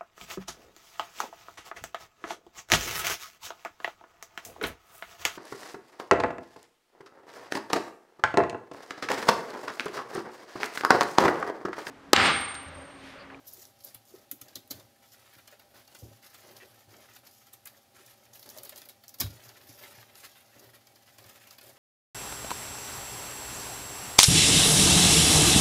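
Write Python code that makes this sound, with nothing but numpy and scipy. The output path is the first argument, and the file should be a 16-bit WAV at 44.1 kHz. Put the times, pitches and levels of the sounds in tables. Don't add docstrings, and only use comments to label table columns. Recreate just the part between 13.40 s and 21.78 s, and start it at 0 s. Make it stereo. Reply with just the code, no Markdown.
import sys
import numpy as np
from scipy import signal
from scipy.fft import rfft, irfft
from scipy.io import wavfile
from scipy.ndimage import uniform_filter1d

SR = 44100
rng = np.random.default_rng(int(sys.argv[2]) if len(sys.argv) > 2 else 0)


def waveform_to_disk(signal):
    frames = np.transpose(np.atleast_2d(signal))
    scaled = np.clip(frames, -1, 1) * 32767
    samples = np.round(scaled).astype(np.int16)
    wavfile.write(sys.argv[1], SR, samples)


N = 369558


# [f/Hz, relative density/dB]
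AIR_COLOUR = [(18, -61), (30, -17.5), (103, 7), (170, -8), (221, 3.5), (449, -10.5), (569, -6), (666, 0),
              (801, -3.5), (1010, -10.5), (4650, -10), (8300, -15.5), (12600, -12), (14800, -25),
              (16000, -13.5)]
AIR_DB = -63
# [f/Hz, level/dB, pitch waver/Hz]
HUM_TONES = [(114, -81, 3.65), (118.5, -82.5, 6.47), (559, -78.5, 16.02), (798.4, -74.5, 1.1),
             (1283, -87, 8.07)]

# [t/s, length/s, level/dB, hollowness re level/dB]
RUBS = [(0, 0.31, -69.5, 6.5), (0.443, 0.05, -63.5, 4), (0.7, 0.14, -68, 3.5), (1.046, 0.086, -65.5, 6),
        (1.3, 0.11, -61, 2.5), (1.618, 0.024, -64, -6), (1.714, 0.29, -63.5, -11), (2.101, 0.016, -58, -13),
        (2.18, 0.14, -70.5, 6.5), (2.336, 0.066, -59, -1), (2.484, 0.062, -61.5, -4),
        (2.557, 0.24, -65.5, 0.5), (2.816, 0.051, -55, -7), (2.901, 0.14, -60, -5),
        (3.033, 0.044, -59, 2.5), (3.075, 0.049, -57.5, 5), (3.143, 0.042, -57.5, 1.5),
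        (3.225, 0.035, -64, 5), (3.246, 0.17, -64.5, 1.5), (3.483, 0.1, -60, 1.5),
        (3.595, 0.18, -60.5, -0.5), (3.829, 0.052, -58.5, -0.5), (3.977, 0.15, -66, -19),
        (4.257, 0.13, -63.5, -3), (4.542, 0.2, -60.5, -3), (4.771, 0.41, -67, 1), (5.055, 0.21, -62.5, 8.5),
        (5.33, 0.18, -64, 4.5), (5.789, 0.069, -56, 2), (5.882, 0.6, -59, -2), (6.409, 0.034, -50.5, -4.5),
        (6.474, 0.15, -56.5, -3.5), (6.648, 0.32, -61, -3), (6.828, 0.036, -52.5, -4.5),
        (6.95, 0.3, -64, -4), (7.15, 0.14, -62.5, 5.5), (7.331, 0.035, -59, -3.5), (7.48, .15, -67.5, -3),
        (7.656, 0.16, -63.5, -11), (7.781, 0.2, -58, -2.5), (8.007, 0.12, -59, -9),
        (8.225, 0.076, -56.5, -3), (8.343, .04, -63, -1.5)]
# [t/s, length/s, level/dB]
SLICES = [(.065, .16, -53.5), (0.217, 0.073, -61), (.39, 0.017, -55.5), (0.432, 0.058, -53),
          (0.65, 0.11, -58), (1.668, 0.1, -61), (2.557, 0.071, -55.5), (3.9, 0.11, -60.5),
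          (4.937, 0.12, -57.5), (5.163, 0.29, -61.5), (6.26, 0.12, -56), (6.751, 0.074, -57.5),
          (8.255, .05, -52.5)]
# [f/Hz, relative density/dB]
CRACKLE_COLOUR = [(30, -71), (1500, -42.5), (3000, -8.5), (5000, -2.5), (7000, -4.5), (8300, -9.5),
                  (10000, -5.5), (12500, -3.5), (15000, -4), (16000, -28)]
# [f/Hz, relative density/dB]
RUB_COLOUR = [(30, -13), (400, -17.5), (800, -7.5), (1150, -7), (1290, -2), (1450, -6), (1780, -1.5),
              (2200, -4.5), (3200, -5.5), (5000, -10), (7000, -23.5), (9000, -31), (16000, -42)]
# [f/Hz, relative density/dB]
HOLLOW_COLOUR = [(30, -8), (70, -17.5), (115, 12), (165, -13.5), (213, 1.5), (325, 0.5), (377, 7),
                 (440, -0.5), (510, 2.5), (576, 9.5), (660, 1.5), (750, 0.5), (1000, -5), (3000, -27)]
STROKE_ATTACK_S, STROKE_RELEASE_S = 0.0051, 0.028
STROKE_UNEVEN_DB, STROKE_UNEVEN_HZ = 2, 27.5
GRIP_DB, GRIP_HOLLOW_DB = -73, -70
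RUB_WET_DB = 0.5

# [t/s, length/s, level/dB, middle f/Hz]
SQUELCHES = [(1.928, 0.032, -56.5, 1900), (1.981, 0.019, -54, 1700), (2.119, .02, -54, 1500),
             (2.211, 0.011, -57, 1400), (2.351, 0.071, -57, 1870), (3.202, 0.033, -50, 1730),
             (3.326, 0.027, -59, 1500), (3.5, 0.069, -63, 1300), (3.645, 0.014, -58, 1400),
             (3.705, 0.0097, -69, 1900), (3.845, .04, -67, 1700), (4.257, .025, -50, 1900),
             (6.051, .07, -58.5, 1400), (6.156, 0.021, -55, 1800), (6.95, .025, -62.5, 1650),
             (7.154, 0.021, -58.5, 1700), (7.356, 0.017, -62, 1810), (7.684, 0.012, -59, 2000)]
SQUELCH_WIDTH_HZ, SQUELCH_GLIDE = 930, .2

# [t/s, level/dB]
SCALE_TICKS = [(.426, -57), (.173, -59), (.194, -52), (.205, -56), (.230, -56), (.241, -54), (.253, -47),
               (.441, -56), (.47, -53), (5.005, -59), (5.175, -48), (1.276, -54), (5.25, -49), (5.369, -50),
               (5.3765, -50), (6.755, -50.5), (6.795, -63)]
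RANDOM_TICKS_PER_S, RANDOM_TICK_DB = 55, -7.5

# [f/Hz at the usual jolt level, t60/s]
FISH_MODES = [(270, 0.054), (105.6, 0.19)]
# [t/s, flesh level/dB, whole-body level/dB]
JOLTS = [(0.548, -55.5, -53), (0.924, -50, -64), (1.013, -48.5, -54), (1.158, -40, -53), (1.308, -37, -54),
         (1.34, -52, -47.5), (1.362, -46, -48), (1.43, -69, -53.5), (1.962, -55.5, -57.5),
         (2.6207, -48, -45), (2.6295, -41, -44), (2.657, -45, -52), (2.683, -50, -58), (2.712, -53, -46.5),
         (3.474, -56, -52.5), (5.803, -32.5, -38), (5.823, -35, -54), (5.836, -39, -26),
         (5.895, -47.5, -52), (5.925, -52, -45.5), (5.976, -75, -58), (6.061, -72, -53), (6.29, -48.5, -51),
         (6.576, -60, -51.5), (7.16, -54, -60), (7.235, -57, -57), (7.269, -56, -54.5), (7.854, -59, -48)]
SOFTENING_PER_DB, USUAL_JOLT_DB = .005, -40
# [t/s, level/dB, f/Hz]
POPS = [(.178, -50.5, 365), (.738, -41, 376), (0.925, -45, 292), (2.123, -48, 594), (2.62, -46.5, 502),
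        (2.636, -48, 365), (2.712, -51, 567), (3.222, -47, 380), (3.524, -51.5, 380), (4.6, -53, 385),
        (5.164, -39.5, 622), (5.322, -45.5, 588), (7.223, -52, 392)]
POP_T60_S = 0.09
# [t/s, level/dB]
ARM_BUMPS = [(2.629, -43), (5.836, -37)]
BUMP_HZ, BUMP_T60_S = 73, 0.17

# [f/Hz, spread/Hz, relative level/dB, t60/s]
BLADE_MODES = [(3320, 220, -5, 0.16), (3860, 220, 0.5, 0.16), (5130, 350, 5, 0.061),
               (11700, 580, -7, 0.074)]
# [t/s, level/dB]
CLASHES = [(1.1563, -45), (1.307, -51), (5.811, -29)]

# [t/s, level/dB]
TAPS = [(1.083, -51), (1.397, -52.5), (1.951, -59), (1.984, -55.5), (2.075, -46), (2.195, -52.5),
        (2.476, -53), (2.548, -44.5), (2.943, -47), (3.091, -58), (3.166, -48), (3.222, -67), (3.506, -58),
        (3.763, -48.5), (4.068, -54), (5.637, -50.5), (5.831, -44), (5.862, -49), (6.09, -48.5),
        (6.212, -59), (6.447, -58), (6.611, -53), (6.754, -55), (6.85, -50), (7.469, -54), (7.557, -55),
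        (7.783, -47.5), (7.841, -53), (7.965, -55), (8.072, -51.5), (8.108, -46.5), (8.183, -47.5),
        (8.211, -48), (8.298, -54)]
TAP_LENGTH_S, TAP_BRIGHT_DB, TAP_SQUASH_DB, TAP_HZ, TAP_RIGHT_DB = .0035, -1.5, -1, 4510, 2.5
# [t/s, crunch time scale/s, level/dB, brightness re level/dB,
# soft-tissue squash re level/dB, f/Hz, right minus left/dB]
SNIPS = [(.073, 0.016, -60.5, 21.5, -7, 6000, 6), (.135, 0.003, -65.5, 26, -10, 6000, 4),
         (.446, .003, -56, 21, -9, 6000, 0), (.546, 0.0031, -45, 7.5, -3.5, 4530, 1),
         (.9137, .0009, -39.5, 11.5, -5.5, 7000, 0), (1.014, 0.0017, -41, 2.5, -8.5, 6550, -0.5),
         (1.156, .0015, -33.5, -1, -10, 3930, -0.5), (1.3075, 0.0027, -34, -1, -9.5, 4170, -2),
         (1.312, 0.0046, -36, 3, -5, 4280, 1), (4.133, 0.0054, -45.5, 3.5, -6.5, 8400, 2),
         (4.256, 0.0023, -47, 8.5, -6, 7500, 4), (4.272, .003, -43.5, 2, -9, 4440, 1),
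         (4.661, 0.0043, -51, 3, -16, 5500, 3), (4.853, 0.002, -56.5, 0, -12, 5500, 4),
         (4.934, 0.0033, -51, 2, -9, 6570, 7), (4.953, 0.0062, -48.5, 2, -4.5, 6260, 4),
         (4.994, .002, -53.5, 6, -9, 5400, 7), (5.028, 0.0016, -46, -6, -14, 4500, 3),
         (5.06, 0.0039, -48, -2, -8, 4500, 3), (5.0905, 0.00092, -46.5, 3, -19, 4400, 3),
         (5.1, 0.0054, -45.5, 4, -8, 5800, 3), (5.163, .005, -52, 0, 1, 6000, 2),
         (5.174, 0.0034, -51, 7, -1, 6100, 5), (5.184, .002, -42, 2, -7, 4370, 0),
         (5.233, 0.0015, -46.5, 9.5, -5, 9000, 5), (5.251, 0.0063, -43.5, 2, -4, 4500, 3),
         (5.27, .004, -49, -7, -7, 4500, 0), (5.294, 0.00075, -41.5, 4.5, -6.5, 4330, 2),
         (5.322, 0.0035, -48.5, -14, 2.5, 4500, 1), (5.359, 0.0019, -44, 1.5, -8, 4230, 1),
         (5.377, 0.0041, -42.5, 3, -7, 4460, 3), (5.417, 0.0017, -47, 1, -0.5, 4800, 1),
         (5.454, 0.0046, -51.5, 4, -5, 4800, 3), (5.488, 0.0018, -48, 5, -4, 4170, 5),
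         (5.495, 0.003, -44.5, -1, -13, 4400, 0), (5.681, 0.00097, -45.5, 0, -23, 5360, 2),
         (5.691, 0.0036, -45.5, 2, -16, 5700, 1), (5.742, 0.0034, -47.5, 3.5, -2, 4600, 2),
         (5.786, 0.0028, -48, 0, -15, 5200, -3), (5.8005, 0.0018, -31.5, 3, -7, 5200, 2),
         (5.8045, 0.003, -27, 6, -8, 3240, 2), (5.8108, 0.0017, -25.5, -0.5, -5.5, 5100, 0),
         (5.8155, 0.0028, -38, -11, -2, 5300, -4)]
# [f/Hz, relative density/dB]
SNAP_TOP_COLOUR = [(30, -57), (5000, -33), (8300, -12), (10000, -6), (11700, -1), (13000, -1.5),
                   (14000, 1.5), (15000, -7.5), (16000, -4.5)]
# [f/Hz, relative density/dB]
SNAP_MIDDLE_COLOUR = [(30, -7), (1300, -18), (2500, -18), (3250, -2), (5000, -1), (7000, -0.5),
                      (8400, -7.5), (12000, -12)]
# [f/Hz, relative density/dB]
SNAP_LOW_COLOUR = [(30, -28), (160, -24), (260, -8), (500, -6), (900, -3), (1400, -2), (2400, -2),
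                   (3500, -1), (9000, -48)]
SNAP_PEAK_DB, SNAP_PEAK_WIDTH_HZ = 3.5, 580

BURST_GAIN = np.sqrt(SR / 200)
CUTOFF_HZ = 15650


def from_db(db):
    return 10 ** (np.asarray(db) / 20)


def rms_one(x):
    return x / np.sqrt(np.mean(x ** 2) + 1e-20)


def unit_energy(x):
    return x / np.sqrt(np.sum(x ** 2, axis=-1, keepdims=True) + 1e-20)


def add(out, s, sound):
    start = max(round(s * SR), 0)
    part = sound[:, :max(N - start, 0)]
    out[:, start:start + part.shape[1]] += part


def panned(x, right_db):
    return x * from_db(np.array([[-.5], [.5]]) * right_db)


def drift(rate):
    step = 40
    r = np.exp(-2 * np.pi * rate * step / SR)
    noise = rng.standard_normal(N // step + 2002)
    slow = signal.lfilter([1], [1, -2 * r, r * r], noise)[2000:]
    return np.interp(np.arange(N) / step, np.arange(len(slow)), rms_one(slow))


def gains(points, size=2048):
    hz, db = np.transpose(points)
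    grid = np.maximum(np.arange(size // 2 + 1) * SR / size, 1)
    return rms_one(from_db(np.interp(np.log(grid), np.log(hz), db)))


def causal(gain):
    cepstrum = irfft(np.log(np.atleast_2d(gain) + 1e-12))
    half = cepstrum.shape[1] // 2
    cepstrum[:, 1:half] *= 2
    cepstrum[:, half + 1:] = 0
    return unit_energy(irfft(np.exp(rfft(cepstrum))))


def colour(points, size=2048):
    return causal(gains(points, size=size))


def through(x, response):
    return signal.oaconvolve(x, response, axes=1)[:, :x.shape[1]]


def even(x, width_hz=700, size=8192):
    width = max(int(width_hz * size / SR), 1)
    power = uniform_filter1d(np.abs(rfft(x, size)) ** 2, width)
    return unit_energy(through(x, causal(1 / np.sqrt(power + 1e-12))))


def dying_noise(t60, size):
    fade = from_db(-60 * np.arange(size) / SR / t60)
    return unit_energy(rng.standard_normal((2, size)) * fade)


def path(near_db=0.0, near_t60=0.057, room_db=-6.0, room_t60=0.16, size=8000):
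    scatter = from_db(near_db) * dying_noise(near_t60, size)
    response = scatter + from_db(room_db) * dying_noise(room_t60, size)
    response[0, 0] += 1
    response[1, rng.integers(3, 9)] += 1
    return unit_energy(response)


def moving(x, count=100):
    out = np.zeros((2, N))
    for stretch in np.array_split(np.arange(N), count):
        response = even(path(size=4096), size=4096)
        add(out, stretch[0] / SR, signal.fftconvolve(x[None, stretch], response, axes=1))
    return out


def stereo_noise(spectrum, alike_hz, size=4096):
    mid, side = rng.standard_normal((2, N))
    side = signal.sosfilt(signal.butter(1, alike_hz, "high", fs=SR, output="sos"), side)
    return rms_one(through(np.array([mid + side, mid - side]), colour(spectrum, size=size)))


def background(flutter_db=2.5):
    hum = 0
    for hz, db, waver in HUM_TONES:
        phase = 2 * np.pi * np.cumsum(hz + waver * drift(11.77)) / SR
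        level = np.sqrt(2) * from_db(db + flutter_db * drift(29.0))
        hum = hum + level * np.sin(phase)
    return hum + from_db(AIR_DB) * stereo_noise(AIR_COLOUR, alike_hz=507)


def grains(per_s, spread_db, clump_db):
    sizes = from_db(spread_db * np.minimum(rng.exponential(1, N), 4)) * rng.choice([-1, 1], N)
    released = rng.random(N) < per_s / SR
    return rms_one(sizes * released * from_db(clump_db * drift(80)))


def strokes(rows):
    t, power = np.arange(0, N, 20) / SR, 0
    for start, length, db in rows:
        attack = np.clip((t - start) / STROKE_ATTACK_S, 0, 1)
        release = np.exp(-np.maximum(t - start - length, 0) / STROKE_RELEASE_S)
        power = power + (from_db(db) * attack * release) ** 2
    return np.interp(np.arange(N) / SR, t, np.sqrt(power))


def handling(hollow_db=-2.0, crackle_right_db=1.5):
    catching = from_db(STROKE_UNEVEN_DB * drift(STROKE_UNEVEN_HZ))
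    rub_strokes = strokes([(s, length, db) for s, length, db, _ in RUBS])
    hollow_strokes = strokes([(s, length, db + cupped) for s, length, db, cupped in RUBS])
    rubbing = catching * np.hypot(from_db(GRIP_DB), rub_strokes)
    wet = np.hypot(from_db(RUB_WET_DB) * rubbing, catching * strokes(SLICES))
    hollow = np.hypot(from_db(GRIP_HOLLOW_DB), hollow_strokes)

    crackle_grains = grains(per_s=1500, spread_db=2.0, clump_db=3.0)
    crackle = through(moving(wet * crackle_grains), colour(CRACKLE_COLOUR))
    rub_grains = grains(per_s=2200, spread_db=1.5, clump_db=3.0)
    rub = through(moving(rubbing * rub_grains), colour(RUB_COLOUR))
    undertone = hollow * stereo_noise(HOLLOW_COLOUR, alike_hz=630) * from_db(2.0 * drift(4.3))
    return panned(crackle, crackle_right_db) + rub + from_db(hollow_db) * undertone


def squelches(squelch_db=-1.5, slips_per_s=900, count=4):
    out = np.zeros((2, N))
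    r = np.exp(-np.pi * SQUELCH_WIDTH_HZ / SR)
    for start, length, db, hz in SQUELCHES:
        size, heard = int(length / count * SR), path()
        for k in range(count):
            push, chance = rng.random((2, size))
            slips = (push - .5) * np.where(chance < slips_per_s / SR, 1, .05)
            w = 2 * np.pi * hz * (1 + SQUELCH_GLIDE * (k / (count - 1) - .5)) / SR
            resonance = [1, -2 * r * np.cos(w), r * r]
            pocket = signal.lfilter([1, 0, -1], resonance, np.pad(slips, (0, 200)))
            sound = unit_energy(signal.fftconvolve(pocket[None], heard, axes=1))
            add(out, start + k * length / count, from_db(db + squelch_db) * np.sqrt(size) * sound)
    return out


def scale_ticks(flick_s=0.00086, size=3000):
    t, out = np.arange(size) / SR, np.zeros((2, N))
    tone = colour(CRACKLE_COLOUR, size=256)
    rows = list(SCALE_TICKS)
    for start, length, db in SLICES:
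        draws = rng.random((24, 3))
        odds = RANDOM_TICKS_PER_S * length / len(draws)
        rows += [(start + when * length, db + RANDOM_TICK_DB + 6 * hard)
                 for when, hard, chance in draws if chance < odds]
    for s, db in rows:
        flick = unit_energy(rng.standard_normal((1, size)) * np.exp(-t / flick_s))
        heard = through(through(path(near_db=-5.0, room_db=-9.0, size=size), flick), tone)
        add(out, s, from_db(db) * unit_energy(heard) * BURST_GAIN)
    return out


def knocks():
    rows = []
    for s, *levels in JOLTS:
        for db, (hz, t60) in zip(levels, FISH_MODES):
            rows.append((s, db, hz * (1 - SOFTENING_PER_DB * (db - USUAL_JOLT_DB)), t60))
    rows += [(s, db, hz, POP_T60_S) for s, db, hz in POPS]
    return rows + [(s, db, BUMP_HZ, BUMP_T60_S) for s, db in ARM_BUMPS]


def thuds(sag=0.0089, push_s=0.0027, flesh_db=-15, flesh_t60=0.14, room_db=-20.5, room_t60=0.33, size=16000):
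    t, out = np.arange(size) / SR, np.zeros((2, N))
    for s, db, hz, t60 in knocks():
        phase = 2 * np.pi * np.cumsum(hz * (1 + sag * (np.exp(-t / 0.12) - .5))) / SR
        swing = np.sin(phase) * from_db(-60 * t / t60)
        band = signal.butter(2, hz * 2 ** np.array([-.5, .5]), "band", fs=SR, output="sos")
        fade = from_db(flesh_db - 60 * t / flesh_t60) + from_db(room_db - 60 * t / room_t60)
        wobble = rms_one(signal.sosfilt(band, rng.standard_normal(size))) * fade
        push = 1 - np.exp(-t / push_s)
        add(out, s, np.tile(from_db(db) * push * (swing + wobble), (2, 1)))
    return out


def blade_ring(t, count=8):
    ring = 0
    for hz, spread, db, t60 in BLADE_MODES:
        pitches = hz + spread * rng.standard_normal(count)
        modes = rng.choice([-1, 1], count) @ np.sin(2 * np.pi * np.outer(pitches, t))
        ring = ring + from_db(db - 60 * t / t60) * modes
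    return unit_energy(ring)[None]


def clashes(size=8000):
    t, out = np.arange(size) / SR, np.zeros((2, N))
    for s, db in CLASHES:
        ring = from_db(db) * blade_ring(t) * BURST_GAIN
        add(out, s, signal.fftconvolve(ring, path(), axes=1))
    return out


def contacts():
    taps = [(s, TAP_LENGTH_S, db, TAP_BRIGHT_DB, TAP_SQUASH_DB, TAP_HZ, TAP_RIGHT_DB) for s, db in TAPS]
    return list(SNIPS) + taps


def crack(middle_db, top_db, hz):
    middle = gains(SNAP_MIDDLE_COLOUR)
    off_pitch = (np.linspace(0, SR / 2, len(middle)) - hz) / SNAP_PEAK_WIDTH_HZ
    middle = rms_one(middle * (1 + from_db(SNAP_PEAK_DB) / (1 + off_pitch ** 2)))
    both = np.hypot(from_db(middle_db) * middle, from_db(top_db) * gains(SNAP_TOP_COLOUR))
    return np.sqrt(np.mean(both ** 2)) * causal(both)


def snips(top_db=0.7, middle_db=0.65, low_db=-0.53, splinter_db=2.5, ring_db=-22.0, flesh_t60=0.053,
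          rise=0.62, fall=0.77, size=5000):
    t, out, low = np.arange(size) / SR, np.zeros((2, N)), colour(SNAP_LOW_COLOUR)
    for s, length, level, bright, squashed, hz, right_db in contacts():
        since = t / length - 2.5
        tearing = np.exp(-np.abs(since) / np.where(since < 0, rise, fall))
        fibres = unit_energy(rng.standard_normal(size) ** 3 * tearing)
        breaks = from_db(splinter_db) * np.sqrt(length * 1000) * fibres
        breaks[np.argmax(tearing)] += 1

        snap = crack(level + middle_db, level + bright + top_db, hz)
        flesh = through(even(dying_noise(flesh_t60, size)[:1]), low)
        squash = from_db(level + squashed + low_db) * flesh
        body = squash + from_db(level + ring_db) * blade_ring(t)
        body[:, :snap.shape[1]] += snap

        way = path(near_db=-2.5, near_t60=.05, room_db=-7.0, room_t60=.2)
        heard = even(through(way, breaks[None])) * BURST_GAIN
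        add(out, s - 2 * length, panned(signal.fftconvolve(heard, body, axes=1), right_db))
    return out


def scene(thuds_right_db=4.0, hands_right_db=0.5, kitchen_right_db=2.5):
    kitchen = panned(background(), kitchen_right_db)
    hands = panned(handling() + squelches() + scale_ticks(), hands_right_db)
    jolted = panned(thuds(), thuds_right_db)
    cuts = clashes() + snips()
    return kitchen + hands + jolted + cuts


def record(dry):
    thin = signal.sosfilt(signal.butter(4, 59, "high", fs=SR, output="sos"), dry)
    return signal.sosfilt(signal.ellip(10, .3, 70, CUTOFF_HZ, fs=SR, output="sos"), thin)


dry = scene()
out = record(dry)
waveform_to_disk(out)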